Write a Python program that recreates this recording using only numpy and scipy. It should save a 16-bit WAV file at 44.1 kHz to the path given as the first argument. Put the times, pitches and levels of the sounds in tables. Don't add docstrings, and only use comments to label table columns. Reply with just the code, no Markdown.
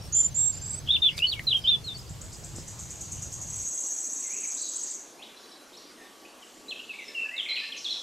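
import sys
import numpy as np
from scipy import signal
from scipy.fft import rfft, irfft
from scipy.io import wavfile
from scipy.ndimage import uniform_filter1d

SR = 44100
rng = np.random.default_rng(int(sys.argv[2]) if len(sys.argv) > 2 else 0)


def waveform_to_disk(signal):
    frames = np.transpose(np.atleast_2d(signal))
    scaled = np.clip(frames, -1, 1) * 32767
    samples = np.round(scaled).astype(np.int16)
    wavfile.write(sys.argv[1], SR, samples)


def invert_db(x):
    u = np.asarray(x, float) / 20
    return 10 ** u


N = 353682


def evened(x):
    return x / np.sqrt(np.mean(x ** 2) + 1e-20)


def read(points, hz):
    f, value = np.transpose(points)
    return np.interp(np.log(hz + 1), np.log(f + 1), value)


def add(mix, s, sound):
    part = mix[..., max(round(s * SR), 0):][..., :sound.shape[-1]]
    part += sound[..., :part.shape[-1]]


def pan(x, pan_db):
    return x * invert_db(np.array([[.5], [-.5]]) * pan_db)


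def band(x, edge_hz):
    return signal.sosfilt(signal.butter(4, edge_hz, "band", fs=SR, output="sos"), x)


def resonate(x, hz, width_hz):
    turn = np.exp(2j * np.pi * hz * np.arange(len(x)) / SR)
    r = np.exp(-np.pi * width_hz / SR)
    return 2 * (turn * signal.lfilter([(1 - r) ** 2], [1, -2 * r, r * r], x / turn)).real


def flutter(size):
    return evened(uniform_filter1d(uniform_filter1d(rng.standard_normal(N), size), size))


def air(spectrum, patchy_db):
    frames, hz = N // 256 + 5, np.fft.rfftfreq(1024, 1 / SR)
    a, b, patches = rng.standard_normal((frames, 513, 3)).T
    patches = evened(uniform_filter1d(uniform_filter1d(patches, size=10, axis=0), size=12, axis=1))
    z = (a + 1j * b) * invert_db(read(spectrum, hz)[:, None] + patchy_db * patches)
    return evened(signal.istft(z, nperseg=1024, noverlap=768)[1][:N])


def sides(x):
    return np.array([[1], [-1]]) * x


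# (frequency [Hz], density [dB per Hz])
GROVE = [(18, -42), (30, -14), (108, -28.5), (270, 1), (606, -4), (1870, -12), (2130, -12.5), (2620, -12),
         (5890, -13), (13600, -23.5), (15500, -41.5)]
GROVE_SIDE = [(18, -36.5), (30, -8), (1020, -10), (1110, -4), (2490, -17.5), (3320, -33.5), (6370, -25),
              (15500, -36)]


def grove_air():
    return invert_db(-52) * air(GROVE, 2.0) + sides(invert_db(-64) * air(GROVE_SIDE, 1.2))


# (frequency [Hz], density [dB per Hz])
BANK = [(12, -45.5), (20, -29), (104, 6.5), (153, -4), (232, -17), (1930, -36), (4990, -27.5), (7570, -33),
        (9200, -41), (12900, -38.5), (15600, -42)]
BANK_SIDE = [(12, -40), (20, -2), (64, 7), (202, -13), (1110, -20.5), (1630, -25), (4850, -18.5),
             (8500, -26), (13500, -27), (15600, -48)]
# (time [s], rumble level [dB])
BANK_FADE = [
    (0.0, -45),
    (3.621, -47),
    (3.85, -85.5),
]


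def bank_air():
    s, db = np.transpose(BANK_FADE)
    fade = invert_db(np.interp(np.arange(N) / SR, s, db - np.median(db)))
    middle = air(BANK, 1.62)
    width = air(BANK_SIDE, 1.2) - 2.0 * resonate(middle, 45, 70)
    return fade * (invert_db(-45) * middle + sides(invert_db(-54.5) * width))


# (start [s], end [s], pitch [Hz], width [Hz],
# level [dB])
DRONES = [(.14, 0.82, 6230, 160, -54), (0.51, 0.795, 4850, 510, -53.5), (2.9, 5.6, 1074, 12, -71),
          (5.203, 8.02, 1141, 8, -69), (0.855, .9, 3170, 640, -47), (1.104, 1.197, 2210, 300, -50),
          (2.313, 2.37, 4970, 700, -51.5), (2.552, 2.64, 5240, 600, -54), (5.38, 5.45, 5300, 900, -58.5),
          (6.89, 7.15, 3700, 900, -54), (7.03, 7.2, 5250, 500, -57), (7.766, 8.06, 5600, 2300, -48),
          (.0, .09, 5500, 250, -54), (7.585, 7.7, 4900, 600, -53), (7.87, 8.04, 3350, 60, -44),
          (7.48, 7.8, 5100, 1400, -56), (4.56, 4.95, 4600, 1300, -53), (.03, .11, 8400, 600, -58),
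          (1.1, 1.25, 4900, 700, -54), (1.6, 1.72, 4900, 600, -53), (1.2, 1.37, 10800, 400, -66),
          (1.48, 1.56, 10800, 400, -62), (5.42, 5.58, 4580, 150, -62), (5.42, 5.56, 5420, 200, -63),
          (5.78, 5.93, 5780, 150, -63), (5.79, 5.95, 4800, 250, -61), (5.21, 5.33, 3300, 1100, -58),
          (6.72, 6.83, 3200, 150, -52), (6.4, 7.75, 7200, 1200, -63), (.12, .25, 6200, 400, -48)]


def drones():
    t, noise = np.arange(N) / SR, rng.standard_normal(N)
    out = np.zeros(N)
    for start, end, hz, width_hz, db in DRONES:
        gate = np.clip(np.minimum(t - start, end - t) / 0.016, 0, 1)
        out += invert_db(db) * evened(resonate(noise, hz, width_hz)) * gate
    return out


# (time [s], peak [dB], length [s], centre [Hz])
RUSTLES = [(0.03, -57, 0.06, 8500), (1.164, -42, 0.052, 6000), (1.289, -50, 0.022, 6000),
           (1.31, -54, 0.065, 13500), (1.323, -53, .04, 4500), (1.385, -57, .05, 8000),
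           (1.43, -57, 0.035, 14500), (1.424, -55, .04, 5200), (1.557, -51, 0.068, 6500),
           (1.976, -56, 0.04, 9000), (2.576, -51, 0.04, 5000), (3.31, -56, 0.04, 11000)]


def rustles():
    out, t = np.zeros((2, N)), np.arange(SR // 5) / SR
    hz = np.fft.rfftfreq(len(t), 1 / SR) + 1
    for s, db, length, centre_hz in RUSTLES:
        snaps = rng.standard_normal((2, len(t))) * invert_db(3.1 * np.minimum(rng.exponential(1, len(t)), 4))
        snaps[1] = 0.36 * snaps[0] + 1.3 * snaps[1]
        colour = invert_db(-8 * np.log2(hz / centre_hz) ** 2) / (1 + (1500 / hz) ** 2)
        brush = evened(irfft(rfft(snaps) * colour, len(t)))
        swell = np.sin(np.pi * np.clip(t / length, 0, 1) ** .7)
        add(out, s, pan(invert_db(db + 0.5) * brush * swell, 1.9))
    return out


# (time [s], peak [dB], pitch [Hz], ring t60 [s])
CRACKS = [
    (1.179, -25, 4770, 0.038),
    (1.1807, -24, 3700, .008),
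    (1.186, -29.5, 2460, 0.04),
    (1.191, -19, 3700, 0.0079),
    (1.394, -24.5, 2880, 0.0065),
    (2.585, -18, 224, 0.0056),
]
# (time [s], peak [dB], pitch [Hz])
TICKS = [
    (1.1692, -34, 8000),
    (1.1821, -30, 8000),
    (1.189, -32, 9000),
    (1.4381, -34, 13000),
    (1.4645, -36, 11000),
    (1.5708, -31, 10000),
]


def cracks():
    out = np.zeros((2, N))
    t = np.arange(SR // 20) / SR
    for s, db, hz, t60 in CRACKS:
        add(out, s, invert_db(db - 60 * t / t60) * np.sin(2 * np.pi * hz * t)[None])
    t = np.arange(-40, 40) / SR
    for s, db, hz in TICKS:
        add(out, s, pan(invert_db(db) * np.cos(2 * np.pi * hz * t) * np.exp(-(t / .00006) ** 2), 1.5))
    return out


# (frequency [Hz], t60 [s])
TREES = [(1500, 0.54), (4000, 0.81), (9000, 0.43)]


def echo(x, stretch, start_s):
    taps = np.zeros((2, SR))
    at = np.arange(0, SR - 20, 20) + rng.integers(0, 20, (2, SR // 20 - 1))
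    np.put_along_axis(taps, at, rng.choice([-1., 1.], at.shape), axis=1)
    hz, t, z = signal.stft(taps, SR, nperseg=256)
    z = z * invert_db(-60 * t / (stretch * read(TREES, hz)[:, None])) * np.clip(t / start_s, 0, 1)
    tail = signal.istft(z, SR, nperseg=256)[1]
    return signal.fftconvolve(x[None], tail / np.linalg.norm(tail[0]), axes=1)[:, :N]


def bird(notes, partials, waver, halo_db, halo_size):
    out, shake = np.zeros(N), flutter(size=90)
    for rows in notes:
        s, hz, db = np.transpose(rows)
        t = np.arange(s[0], max(s[-1], s[0] + .004), 1 / SR)
        effort_db = np.interp(t, s, db)
        pitch = uniform_filter1d(np.interp(t, s, hz), size=60) * (1 + waver * shake[(t * SR).astype(int) % N])
        turns = 2 * np.pi * np.cumsum(pitch) / SR
        tone = 0
        for off_hz, share_db in partials:
            share = invert_db(share_db + (share_db < -9) * .9 * (effort_db + 22))
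            tone = tone + share * np.sin(turns + 2 * np.pi * off_hz * t)
        edge = np.sin(np.pi / 2 * np.clip(np.minimum(t - t[0], t[-1] - t) / .003, 0, 1)) ** 2
        add(out, s[0], np.sqrt(2) * invert_db(effort_db) * tone * edge)
    return out, invert_db(halo_db) * out * flutter(halo_size)


def strokes(rows, bend, rise_db, rise_s, fade_db_per_s, scoop_hz=0):
    u, notes = np.linspace(0, 1, 25), []
    for s, length, from_hz, to_hz, db in rows:
        t = length * u
        pitch = to_hz + (from_hz - to_hz) * (1 - u) ** bend - scoop_hz * np.exp(-t / .005)
        effort_db = db + rise_db * np.exp(-t / rise_s) + fade_db_per_s * t - 3 * u ** 8
        notes.append(np.transpose([s + t, pitch, effort_db]))
    return notes


def whistle(s, length, hz, climb_hz, db):
    t = np.linspace(0, length, 90)
    wobble = -np.cos(2 * np.pi * 47.5 * t) * np.exp(-t / .05)
    pitch = hz - climb_hz * np.exp(-(t / .024) ** 2) + 450 * wobble
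    effort_db = db - 21 * np.exp(-t / 0.025) - 40 * t + 3 * wobble
    return np.transpose([s + t, pitch, effort_db])


def close_by(song, halo, pan_db, flutter_size):
    direct = pan(song * (1 + 0.1 * flutter(flutter_size)), pan_db)
    return direct + invert_db(-8.5) * echo(song, 0.15, 0.0021) + echo(halo, 0.11, 0.002)


# (offset [Hz], share [dB])
THIN_PARTIALS = [(-3900, -29), (-1.5, 1), (3903.5, -33), (7797, -43)]
# (start [s], length [s], held pitch [Hz], climb [Hz], level [dB])
THIN_WHISTLES = [
    (0.121, 0.1, 7170, 750, -17.5),
    (0.342, 0.169, 7480, 560, -20.5),
]
# (start [s], length [s], from [Hz], to [Hz], level [dB])
THIN_TWITTER = [(.229, 0.042, 7080, 7250, -24.5), (.283, 0.013, 7150, 7240, -41),
                (.523, 0.038, 7000, 7750, -38.5), (.565, 0.026, 7030, 7700, -39),
                (.612, 0.044, 7250, 7900, -38), (.657, 0.0165, 7230, 7850, -31.5),
                (.674, 0.016, 7550, 8050, -34.5), (.692, 0.028, 7200, 8500, -32),
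                (.722, 0.035, 7480, 7950, -33.5), (.755, 0.019, 8450, 8000, -43),
                (.772, 0.022, 7820, 7850, -35.5)]


def thin_bird():
    notes = [whistle(*row) for row in THIN_WHISTLES] + strokes(THIN_TWITTER, 0.5, -8.5, 0.01, -7)
    song, halo = bird(notes, THIN_PARTIALS, 0.005, -24.0, halo_size=25)
    return close_by(song, halo, -5.5, flutter_size=200)


# (start [s], length [s], from [Hz], to [Hz], level [dB])
NEAR_HELD = [(.926, 0.016, 3650, 3570, -17.5), (.918, 0.0086, 3420, 3400, -27),
             (.94, 0.023, 3676, 3480, -18), (1.018, 0.064, 3693, 3390, -16.5),
             (1.219, .04, 2740, 3070, -18.5), (1.265, .011, 4520, 4300, -27),
             (1.539, 0.038, 3330, 3096, -21.5), (1.838, 0.034, 4350, 4190, -40.5),
             (1.895, .04, 3610, 3550, -36.5), (1.943, 0.032, 4600, 4420, -40)]
NEAR_SCOOPS = [
    (.884, 0.017, 3480, 3435, -22),
    (.902, 0.016, 3680, 3700, -14.5),
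    (1.672, 0.089, 3744, 3413, -15),
]
NEAR_SWELLS = [
    (1.35, 0.045, 2300, 2180, -45.5),
    (1.467, 0.031, 4060, 3915, -22),
    (1.638, 0.026, 3040, 3060, -28),
    (1.274, .031, 4280, 4520, -29),
]
NEAR_SLURS = [(.871, 0.013, 3670, 2650, -37), (.958, 0.013, 3450, 2620, -26.5),
              (1.08, 0.0178, 3470, 2640, -23), (1.197, 0.013, 2690, 2550, -31),
              (1.312, 0.031, 4260, 2720, -29.5), (1.393, 0.006, 2330, 1890, -25),
              (1.505, 0.031, 3750, 2824, -24.5), (1.528, .012, 2910, 3300, -26),
              (1.87, 0.03, 4190, 3600, -35), (1.988, 0.012, 4950, 5050, -42.5),
              (2.012, .01, 4850, 4900, -50), (1.66, .013, 3080, 3350, -28), (2.065, 0.017, 4700, 4800, -51)]


def near_bird():
    notes = strokes(NEAR_HELD, 1.11, -15.5, 0.0046, -71)
    notes += strokes(NEAR_SCOOPS, 1.15, -11.5, 0.0045, -130, 510)
    notes += strokes(NEAR_SWELLS, 1.16, -13, 0.0061, 60, -300)
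    notes += strokes(NEAR_SLURS, 1.11, -4, 0.0052, 30)
    song, halo = bird(notes, [(0.0069, 0.59)], 0.0061, -19.0, halo_size=22)
    return close_by(song, band(halo, (2450, 3900)), -.6, flutter_size=120)


def sweep(from_hz, to_hz, length_s):
    u = np.linspace(0, 1, round(length_s * SR))
    return np.sin(2 * np.pi * np.cumsum(from_hz + (to_hz - from_hz) * u) / SR) * np.sin(np.pi * u)


# (time [s], high chamber peak [dB], low chamber against it [dB])
SLOW = [(1.8422, -51, -20), (1.972, -49.5, -4), (2.0934, -47, -17), (2.214, -41.5, -13), (2.3286, -42, -4),
        (2.4422, -40.5, -3.5), (2.5604, -41, -2), (2.6761, -40, -1), (2.7923, -38, 0), (2.9027, -40, 1),
        (3.0074, -40, 3.5), (3.117, -39, 4), (3.219, -39, 2.5), (3.324, -39, 3.5), (3.4107, -42.5, 7),
        (3.472, -49, 11)]


def slow_strokes(efforts, flicks):
    t = np.arange(SR // 8) / SR
    for s, db, low_db in SLOW:
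        stroke = invert_db(db - 6) * np.clip(t / 0.00043, 0, 1) * (np.exp(-t / 0.022) + .5 * np.exp(-t / 0.13))
        add(efforts[0], s, stroke)
        add(efforts[2], s + 0.0021, invert_db(low_db) * stroke)
        flick = sweep(4000, 9300, 0.021)
        add(flicks, s - .009, invert_db(db - 8) * flick * np.linspace(.6, 1.3, len(flick)))


def fast_strokes(efforts, flicks):
    k, t = np.arange(22), np.arange(SR // 8) / SR
    since = .0596 * k + .000355 * k ** 2
    peak_db = -25 - 5 * np.exp(-since / 0.082) - 5.5 * (since / since[-1]) ** 3
    for s, db in zip(3.4975 + since, peak_db):
        add(efforts[1], s, invert_db(db - 10) * np.clip(t / .003, 0, 1) * np.clip((.03 - t) / .012, 0, 1))
        add(efforts[2], s + 0.027, invert_db(db - 8.5) * np.clip(np.minimum(t / 0.0051, (.049 - t) / .016), 0, 1))
        late = np.clip((s - 4.42) / 0.17, 0, 1)
        add(flicks, s - .003, (0.5 + late) * invert_db(db - 9) * sweep(8600, 6200, 0.02))
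        add(flicks, s - .03, late * invert_db(db - 23) * sweep(4300, 5900, .018))


def faint_strokes(efforts):
    t = np.arange(SR // 8) / SR
    for k in range(10):
        add(efforts[0], 6.45 + .123 * k, invert_db(-62) * np.exp(-t / 0.041))


# (from [Hz], to [Hz])
CHAMBERS = [
    (6640, 8300),
    (7350, 8200),
    (5810, 7000),
]


def insect():
    sizes = invert_db(0.64 * np.minimum(rng.exponential(1, N), 3))
    clicks = (rng.random(N) < 2500 / SR) * sizes * rng.choice([-1, 1], N)
    efforts, flicks = np.zeros((3, N)), np.zeros(N)
    slow_strokes(efforts, flicks)
    fast_strokes(efforts, flicks)
    faint_strokes(efforts)
    rung = [band(clicks * effort, edge) / band(clicks, edge).std() for effort, edge in zip(efforts, CHAMBERS)]
    rung[2] = 0.75 * rung[2] + 0.85 * resonate(rung[2], 6580, 510)
    rung[1] = 0.64 * rung[1] + 0.7 * resonate(rung[1], 7720, 500)
    rasp = invert_db(-15.5) * band(evened(clicks) * efforts.sum(0), (4500, 12500))
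    buzz = sum(rung) + rasp + flicks * (2.1 + .8 * flutter(size=36))
    return buzz + invert_db(-3) * echo(buzz, 1.0, .01)[0]


# (start [s], length [s], from [Hz], to [Hz], level [dB])
DEEP_EARLY = [(4.243, .056, 2160, 2035, -57), (4.3, 0.072, 2200, 2700, -53),
              (4.365, 0.065, 2700, 2600, -58), (4.425, 0.034, 2604, 2215, -51.5),
              (4.566, .02, 3670, 4190, -50), (4.586, 0.09, 4200, 3900, -52), (4.59, .06, 4550, 4450, -55),
              (4.665, .015, 4090, 3800, -49), (5.188, 0.025, 2345, 2750, -56),
              (5.212, 0.021, 2300, 3310, -53), (5.22, .026, 3000, 4200, -48),
              (5.235, .012, 2490, 3300, -51), (5.53, .014, 3900, 3950, -55),
              (5.365, .02, 3930, 4170, -52.5), (5.43, 0.017, 3800, 4100, -53),
              (5.505, 0.029, 3960, 4000, -56.5), (5.512, 0.02, 5350, 5100, -56)]
DEEP_LATE = [(5.725, .035, 3450, 4280, -54), (5.766, 0.016, 4950, 5800, -50),
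             (5.766, 0.027, 3600, 4800, -55), (5.972, 0.062, 1910, 1790, -57),
             (6.245, 0.02, 2430, 2620, -51), (6.42, 0.021, 3310, 2720, -51.5),
             (6.54, .015, 7330, 7330, -58), (7.08, 0.012, 5340, 5170, -43),
             (7.765, 0.034, 6700, 5140, -45.5), (7.9, 0.046, 5800, 5290, -47)]


def deep_bird():
    song, halo = bird(strokes(DEEP_EARLY + DEEP_LATE, 1.1, -6, .006, -10), [(0, 0)], .005, -5, halo_size=40)
    scattered = echo(invert_db(-0.5) * song + 0.95 * halo, 0.97, 0.0036)[0]
    return invert_db(1.0) * song + 0.94 * halo + scattered


def warble(s, length, hz, swing_hz, per_s, db):
    t = np.linspace(0, length, 60)
    return [np.transpose([s + t, hz - swing_hz * np.sin(2 * np.pi * per_s * t), db + 0 * t])]


# (start [s], length [s], from [Hz], to [Hz], level [dB])
FAR_DIVES = [
    (6.705, .03, 4060, 2590, -36),
    (6.89, 0.031, 2945, 2570, -38.5),
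    (7.145, 0.0623, 2900, 2680, -34),
    (7.485, 0.042, 4273, 3986, -33),
    (7.555, .034, 3733, 2480, -33.5),
    (7.843, .033, 4610, 3345, -32),
    (6.68, 0.029, 3750, 4150, -42.5),
    (7.89, 0.0185, 2900, 4100, -39),
]
FAR_GLIDES = [(6.985, 0.019, 2400, 2150, -42.5), (7.005, .045, 2120, 2030, -49.5),
              (6.8, 0.051, 2700, 2950, -51), (7.105, 0.011, 2000, 2400, -50), (7.09, .035, 1800, 1750, -58),
              (7.42, .025, 3300, 3100, -40), (7.615, 0.035, 1720, 1850, -47),
              (7.31, 0.083, 1900, 2290, -46.5), (6.79, 0.0177, 2500, 3030, -42),
              (6.935, 0.027, 2150, 2430, -45.5), (7.082, 0.018, 2300, 2150, -49),
              (7.215, 0.053, 2720, 2608, -34.5), (7.25, 0.063, 1730, 1704, -51),
              (7.363, 0.012, 4170, 3500, -42), (7.378, 0.036, 3790, 2900, -31),
              (7.452, 0.014, 2800, 2200, -41), (7.61, 0.0554, 2330, 2726, -44),
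              (7.72, 0.0147, 3590, 2810, -37.5), (7.742, 0.013, 3300, 2300, -43),
              (7.905, 0.033, 4240, 3720, -33.5), (7.52, 0.0266, 3987, 4200, -31)]
# (start [s], length [s], centre [Hz], swing [Hz], rate [turns per s], level [dB])
WARBLE = (7.462, .09, 2290, 210, 39.5, -39)


def far_bird():
    notes = strokes(FAR_DIVES, 2.92, -7, 0.0052, -11) + strokes(FAR_GLIDES, 1.05, -2.5, 0.0039, -20)
    song, halo = bird(notes + warble(*WARBLE), [(0, 0)], .003, -9, halo_size=70)
    ringing = echo(invert_db(-3.0) * song + halo, 1.34, 0.0044)[0]
    return invert_db(1.0) * song * (1 + 0.32 * flutter(size=130)) + ringing * (1 + .3 * flutter(size=900))


def scene():
    near = bank_air() + rustles() + cracks() + thin_bird() + near_bird()
    distant = drones() + insect() + deep_bird() + far_bird()
    return grove_air() + near + distant


def roll_off(x):
    return signal.sosfilt(signal.butter(12, 15780, fs=SR, output="sos"), x)


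# (time [s], edge [Hz])
TOP_EDGE = [(3.4, 15700), (3.68, 15200), (3.7, 13000), (4.93, 13000), (5.0, 14300)]


def record(dry):
    hz, t, z = signal.stft(dry, SR, nperseg=1024)
    level_db = 10 * np.log10(uniform_filter1d((abs(z) ** 2).mean(0), size=9, axis=0) + 1e-14)
    hz_column = hz[:, None]
    fall_db = 40 * np.log2(hz_column + 1)
    mask_db = np.maximum.accumulate(level_db + fall_db * (hz_column > 2000), axis=0) - fall_db - 28.5
    kept = np.clip((level_db - mask_db) / 3, .03, 1)
    jitter_hz = 130 * rng.standard_normal(len(t) // 3 + 1).repeat(3)[:len(t)]
    edge_hz = np.interp(t, *np.transpose(TOP_EDGE)) + jitter_hz
    luck = rng.standard_normal(kept.shape)
    luck = evened(uniform_filter1d(uniform_filter1d(luck, size=5, axis=1), size=4, axis=0))
    holes = luck > 4.0 - hz_column / 5000
    islands = (luck < -1.6) & (hz_column < 14600)
    kept = kept * ~holes * ((hz_column < edge_hz) | islands)
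    mix = signal.istft(z * kept, SR, nperseg=1024)[1][:, :N]
    return roll_off(mix)


dry = scene()
out = record(dry)
waveform_to_disk(out)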